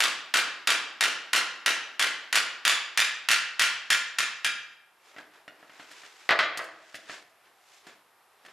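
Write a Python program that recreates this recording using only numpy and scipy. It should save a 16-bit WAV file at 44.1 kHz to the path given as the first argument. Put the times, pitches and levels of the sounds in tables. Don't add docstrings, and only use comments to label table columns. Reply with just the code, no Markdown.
import sys
import numpy as np
from scipy import signal
from scipy.fft import rfft, irfft
from scipy.io import wavfile
from scipy.ndimage import uniform_filter1d

SR = 44100
rng = np.random.default_rng(int(sys.argv[2]) if len(sys.argv) > 2 else 0)


def undo_db(level):
    steps = np.asarray(level, float) / 20
    return 10 ** steps


def int16_out(signal):
    q = np.round(np.clip(np.atleast_2d(signal).T, -1, 1) * 32767)
    wavfile.write(sys.argv[1], SR, q.astype(np.int16))


N = 375732
SPOTS = 3
PIVOT_HZ = 1800

# f/Hz, relative level/dB
CRACK = [(35, -118), (60, -70), (294, -28.5), (767, -15), (946, -10), (1090, -7.5), (1380, -2.5), (1910, 1),
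         (2250, -3.5), (4860, -8), (9790, -17.5), (14900, -31), (16000, -88.5)]
# f/Hz, boost/dB at full share
CLANK = [(1330, 1), (1720, 3.5), (2800, 6.5), (3250, 4), (5000, 1.5), (6050, -1), (10400, 1.5)]


def rms_one(x):
    return x / np.sqrt(np.mean(x ** 2) + 1e-20)


def at_hz(points, hz):
    table_hz, values = np.transpose(points)
    return np.interp(np.log(hz), np.log(table_hz), values)


def hammer_contacts():
    # t/s, blow strength/dB
    tap_times = [(.0044, -10.5), (0.3397, -6), (.673, -8), (1.0084, -8), (1.332, -7), (1.661, -7),
                 (1.9947, -10), (2.327, -11.5), (2.6512, -7.5), (2.9746, -4.5), (3.287, -4.5), (3.5949, -5),
                 (3.9031, -5.5), (4.1854, -8.5), (4.4456, -11)]
    # t/s, blow strength/dB
    rebound_times = [(0.0371, -8.5), (0.3701, -9), (0.7029, -7), (1.038, -8), (1.3609, -7.5),
                     (1.6892, -13.5), (2.0246, -9.5), (2.3554, -4), (2.678, 0), (3.002, -4.5), (3.314, -2),
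                     (3.6198, -6), (3.928, -8)]
    tap_treble_db, rebound_treble_db, rebound_ring_db = 2, 3, -8.5
    loose_bass_db, seated_bass_db, loose_ring_db = 10, -1.5, -1.5
    seats_at_s, seating_s = 2.61, 0.17
    rows = [(s, db, tap_treble_db, 0) for s, db in tap_times]
    rows += [(s, db, rebound_treble_db, rebound_ring_db) for s, db in rebound_times]
    s, db, treble, ring = np.transpose(sorted(rows))
    loose = 1 / (1 + np.exp((s - seats_at_s) / seating_s))
    bass = seated_bass_db * (1 - loose) + loose_bass_db * loose
    return np.transpose([s, db, treble, bass, ring + loose_ring_db * loose])


def hammer_taps():
    # f/Hz, relative level/dB
    clutch = [(1285, -26), (1400, 2), (1560, -36), (1627, -5), (1715, -2), (1870, -3), (1975, -6.5),
              (2140, 5), (2370, 10), (2515, -9), (2606, 0), (2650, 8), (2760, -8), (3058, -2.5),
              (3170, -7.5), (3219, 4.5), (3785, 5), (3892, -45.5), (4262, -17.5), (4910, -28),
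              (4985, -16.5), (5943, -18), (6035, 8.5), (6948, 7.5), (9562, -2.5), (10170, -15.5),
              (10420, 2.5)]
    return blows(hammer_contacts(), CRACK, clutch, body_db=20, ring_db=-46.5, crack_s=.0016,
                 cycles=500, clank=CLANK)


def hammer_drop():
    # t/s, blow strength/dB, treble/dB, bass/dB, ring/dB
    thuds_and_echoes = [(6.2912, -9, -0.5, -5, -7), (6.308, -5.5, -0.5, -3.5, -2.5),
                        (6.3905, -5, 0.5, -13.5, -3.5), (6.403, -8.5, 1.5, -9.5, -7.5),
                        (6.5905, -19, -17, -3.5, -4)]
    # f/Hz, relative level/dB
    thud = [(35, -65), (60, -36), (130, -47), (274, -24), (315, -1.5), (607, 3), (715, 6.5), (968, -4.5),
            (1140, 5.5), (1950, -0.5), (3940, -8.5), (9130, -39.5), (16000, -76)]
    # f/Hz, relative level/dB
    bench = [(727, -40), (1163, -26), (1459, 11), (1960, 21.5), (2143, -10), (3391, -24), (4700, 7)]
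    return blows(thuds_and_echoes, thud, bench, body_db=15, ring_db=-37.5, crack_s=0.0059, cycles=45)


def knocks_and_footstep():
    # t/s, blow strength/dB, treble/dB, bass/dB
    touches = [(5.164, -37.5, -24, -5), (5.184, -33.5, -11, 15), (5.337, -49, -3, 6),
               (5.479, -34.5, -13, -2), (5.545, -57, -20, 2.1), (5.628, -44.5, -40, 8),
               (5.696, -42, -15, 7), (5.797, -36, -11, 15), (5.914, -41.5, 6, 5), (6.035, -43, -9, -5),
               (6.574, -18, 8.5, 2), (6.642, -37, 14, .1), (6.944, -28.5, -5, -12), (6.953, -29.5, 3, -13),
               (7.096, -29, -11, 3), (7.868, -39.5, 3, 29), (8.45, -43, -4.5, -1), (8.462, -44, 1, -5),
               (8.485, -46, -10, -10)]
    # f/Hz, relative level/dB
    hub = [(310, -10), (640, -2.5), (720, -2), (1300, -2.5), (1780, 3), (2700, -14), (3400, -28),
           (4500, 0.5)]
    ring_per_dull = .2
    contacts = [(s, db, treble, bass, -ring_per_dull * treble) for s, db, treble, bass in touches]
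    return blows(contacts, CRACK, hub, body_db=9.5, ring_db=-29, crack_s=0.0029, cycles=35, clank=CLANK)


def blows(events, colour, modes, body_db, ring_db, crack_s, cycles, clank=()):
    rows = np.array(events)
    at = (rows[:, 0] * SR).astype(int)
    cracks = smeared_cracks(rows, at, colour, body_db, crack_s, clank)
    return cracks + ringing_modes(rows, at, modes, body_db + ring_db, cycles)


def smeared_cracks(rows, at, colour, body_db, crack_s, clank):
    size = 4096
    hz = np.arange(size // 2 + 1) * SR / size + 1
    octaves = np.log2(hz / PIVOT_HZ)
    out = np.zeros((SPOTS, N + size))
    lags_s = crack_s * rng.uniform(0.152, .6, (len(at), 3, 1))
    shares = rng.uniform(0.027, 0.87, (len(at), len(clank)))
    for k, (i, (_, db, treble_db, bass_db, _)) in enumerate(zip(at, rows)):
        treble = treble_db * np.clip(octaves / 2, 0, 1.6)
        bass = bass_db * np.clip(-octaves / 2, 0, 1.8)
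        shape_db = at_hz(colour, hz) + treble + bass
        for (peak_hz, peak_db), share in zip(clank, shares[k]):
            shape_db = shape_db + share * peak_db * np.exp(-.5 * (np.log2(hz / peak_hz) / 0.12) ** 2)
        cepstrum = irfft(np.log(undo_db(shape_db)))
        cepstrum[1:size // 2] *= 2
        cepstrum[size // 2 + 1:] = 0
        turn = np.exp(-2j * np.pi * hz * lags_s[k])
        smear = np.prod((turn - .72) / (1 - 0.82 * turn), axis=0)
        crack = irfft(np.exp(rfft(cepstrum)) * smear)
        out[k % SPOTS, i:i + size] += undo_db(db + body_db) * crack / np.sqrt(np.sum(crack ** 2))
    return out[:, :N]


def ringing_modes(rows, at, modes, gain_db, cycles):
    _, db, treble_db, _, ring_db = rows.T
    out = np.zeros((SPOTS, N))
    chances_db = 1.7 * rng.standard_normal((len(modes), len(at)))
    for k, ((mode_hz, mode_db), chance_db) in enumerate(zip(modes, chances_db)):
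        treble = treble_db * np.clip(np.log2(mode_hz / PIVOT_HZ) / 2, 0, 1.5)
        clicks = np.full(N, 1e-18)
        clicks[at] = undo_db(db + ring_db + treble + gain_db + mode_db + chance_db)
        r = undo_db(-60 * mode_hz / (cycles * SR))
        w = 2 * np.pi * mode_hz / SR
        out[k % SPOTS] += signal.lfilter([0, np.sin(w)], [1, -2 * r * np.cos(w), r * r], clicks)
    return out


def noise_bands(size):
    # f/Hz, left-right correlation (0-1)
    likeness = [(60, 1), (150, 1), (380, 1), (950, 0.96), (2380, 0.87), (5980, 0.66), (15000, 0.91)]
    borders_hz = 30 * 2 ** np.arange(0, 9.4, .5)
    white = rng.standard_normal((2, 2, size))
    for k, (low, high) in enumerate(zip(borders_hz, borders_hz[1:])):
        band_pass = signal.butter(2, [low, high], "band", fs=SR, output="sos")
        mid, side = signal.sosfilt(band_pass, white[k % 2])
        hz = np.sqrt(low * high)
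        alike = at_hz(likeness, hz)
        yield hz, np.sqrt(1 + alike) * mid + np.sqrt(1 - alike) * side * [[1], [-1]]


def workshop(x):
    # f/Hz, t/s
    room_t60 = [(100, 0.77), (260, 0.76), (700, 0.72), (1840, 0.65), (4850, 0.53), (12800, 0.23)]
    # delay/s, level/dB, low-pass corner f/Hz
    echoes = [(0.0175, -1.5, 3900), (0.0253, -15, 3883), (0.046, -9.5, 4000)]
    tail_db, tail_rise_s, lumpy_db, smooth_by_s = -0.5, 0.0089, 8, 0.039
    direct_low_hz, direct_db = 760, -0.5
    t = np.arange(SR) / SR
    tail = sum(band * undo_db(-60 * t / at_hz(room_t60, hz)) for hz, band in noise_bands(SR))
    lumps = rms_one(uniform_filter1d(rng.standard_normal(SR), size=130))
    tail = tail * (1 - np.exp(-t / tail_rise_s)) * undo_db(lumpy_db * lumps * np.exp(-t / smooth_by_s))
    response = undo_db(tail_db) * tail / np.sqrt(np.sum(tail ** 2) / 2)
    for delay_s, db, top_hz in echoes:
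        r = np.exp(-2 * np.pi * top_hz / SR)
        i = int(delay_s * SR)
        response[:, i:i + 64] += undo_db(db) * (1 - r) * r ** np.arange(64)
    bass_cut = signal.butter(2, direct_low_hz, "high", fs=SR)
    response[:, :512] += undo_db(direct_db) * signal.lfilter(*bass_cut, np.arange(512) == 0)
    return signal.fftconvolve(np.atleast_2d(x), response, axes=1)[:, :N]


def cloth_rustle():
    # start t/s, length/s, level/dB, brightness/(dB per octave)
    moves = [(5.04, .06, -57, 1.5), (5.16, .05, -52, -2.1), (5.33, .05, -58, -1.1), (5.54, .1, -61, -2.5),
             (5.72, .12, -55, .8), (5.87, .2, -51, 2.2), (6.12, .15, -55, 2.5), (6.8, .2, -53, 2.5),
             (7.09, .045, -41, 1.8), (7.43, .05, -62, -1.1), (7.67, .11, -60, 4.5), (7.86, .04, -51, 0),
             (8.44, .1, -57, -1.1)]
    # f/Hz, relative level/dB
    cloth_colour = [(35, -64), (60, -78), (515, -4.5), (566, -16.5), (682, -16.5), (1860, -12), (7570, -27),
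                    (13600, -63), (16000, -73)]
    swell_db, fall_db_per_s, grain_db = 11, 160, 1.6
    start, length, move_db, bright = np.transpose(moves)[:, :, None]
    t = np.arange(0, N + 64, 64) / SR
    swell = swell_db * np.maximum(start + length / 2 - t, 0) / length
    fade = fall_db_per_s * np.maximum(t - start - length, 0)
    shape_db = move_db - swell - fade
    grain = undo_db(grain_db * rms_one(uniform_filter1d(rng.standard_normal(N), size=200)))
    cloth, power = 0, 0
    for hz, band in noise_bands(N):
        tilt_db = bright * np.log2(hz / PIVOT_HZ)
        envelope = np.sqrt(np.sum(undo_db(2 * (shape_db + tilt_db)), axis=0))
        coloured = band * undo_db(at_hz(cloth_colour, hz))
        cloth = cloth + coloured * np.interp(np.arange(N) / SR, t, envelope)
        power += np.mean(coloured ** 2)
    return grain * cloth / np.sqrt(power)


def room_and_mic_hiss():
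    # f/Hz, relative level/dB
    hiss_colour = [(15, -48), (25, -18), (266, -26), (475, -14), (542, -22), (651, -2), (783, -16),
                   (847, -2), (917, -10), (7510, -30), (13400, -26)]
    hiss_db = -63
    return undo_db(hiss_db) * rms_one(sum(band * undo_db(at_hz(hiss_colour, hz)) for hz, band in noise_bands(N)))


def without_top(x):
    return signal.sosfilt(signal.cheby2(10, 50, 14300, fs=SR, output="sos"), x)


def scene():
    knock_near_db, drop_near_db = 5.5, 4.5
    taps, fall, knocks = hammer_taps(), hammer_drop(), knocks_and_footstep()
    near = undo_db(knock_near_db) * knocks.sum(axis=0) + undo_db(drop_near_db) * fall.sum(axis=0)
    room = sum(workshop(spot) for spot in taps + fall + knocks)
    return room + near + without_top(cloth_rustle() + room_and_mic_hiss())


def band_limit(x):
    return signal.sosfilt(signal.butter(12, 16810, fs=SR, output="sos"), x)


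def record(dry):
    # ceiling level/dB, squeeze (0-1), smoothing/s, release of held excess/(dB per s)
    stages = [(-30.5, 0.38, 0.021, 25), (-17.5, 0.79, 0.00037, 463.5)]
    peak_top, mic_low_hz = .5, 120
    x = dry
    for ceiling_db, squeeze, attack_s, release in stages:
        power = signal.lfilter([.02], [1, -.98], np.mean(x ** 2, axis=0))
        over_db = np.maximum(10 * np.log10(power + 1e-12) - ceiling_db, 0)
        ramp = release * np.arange(N) / SR
        held_db = np.maximum.accumulate(over_db + ramp) - ramp
        r = np.exp(-1 / (attack_s * SR))
        x = x * undo_db(-signal.lfilter([1 - r], [1, -r], squeeze * held_db))
    rounded = peak_top * np.tanh(x / peak_top)
    mix = signal.sosfilt(signal.butter(2, mic_low_hz, "high", fs=SR, output="sos"), rounded)
    return band_limit(mix)


dry = scene()
out = record(dry)
int16_out(out)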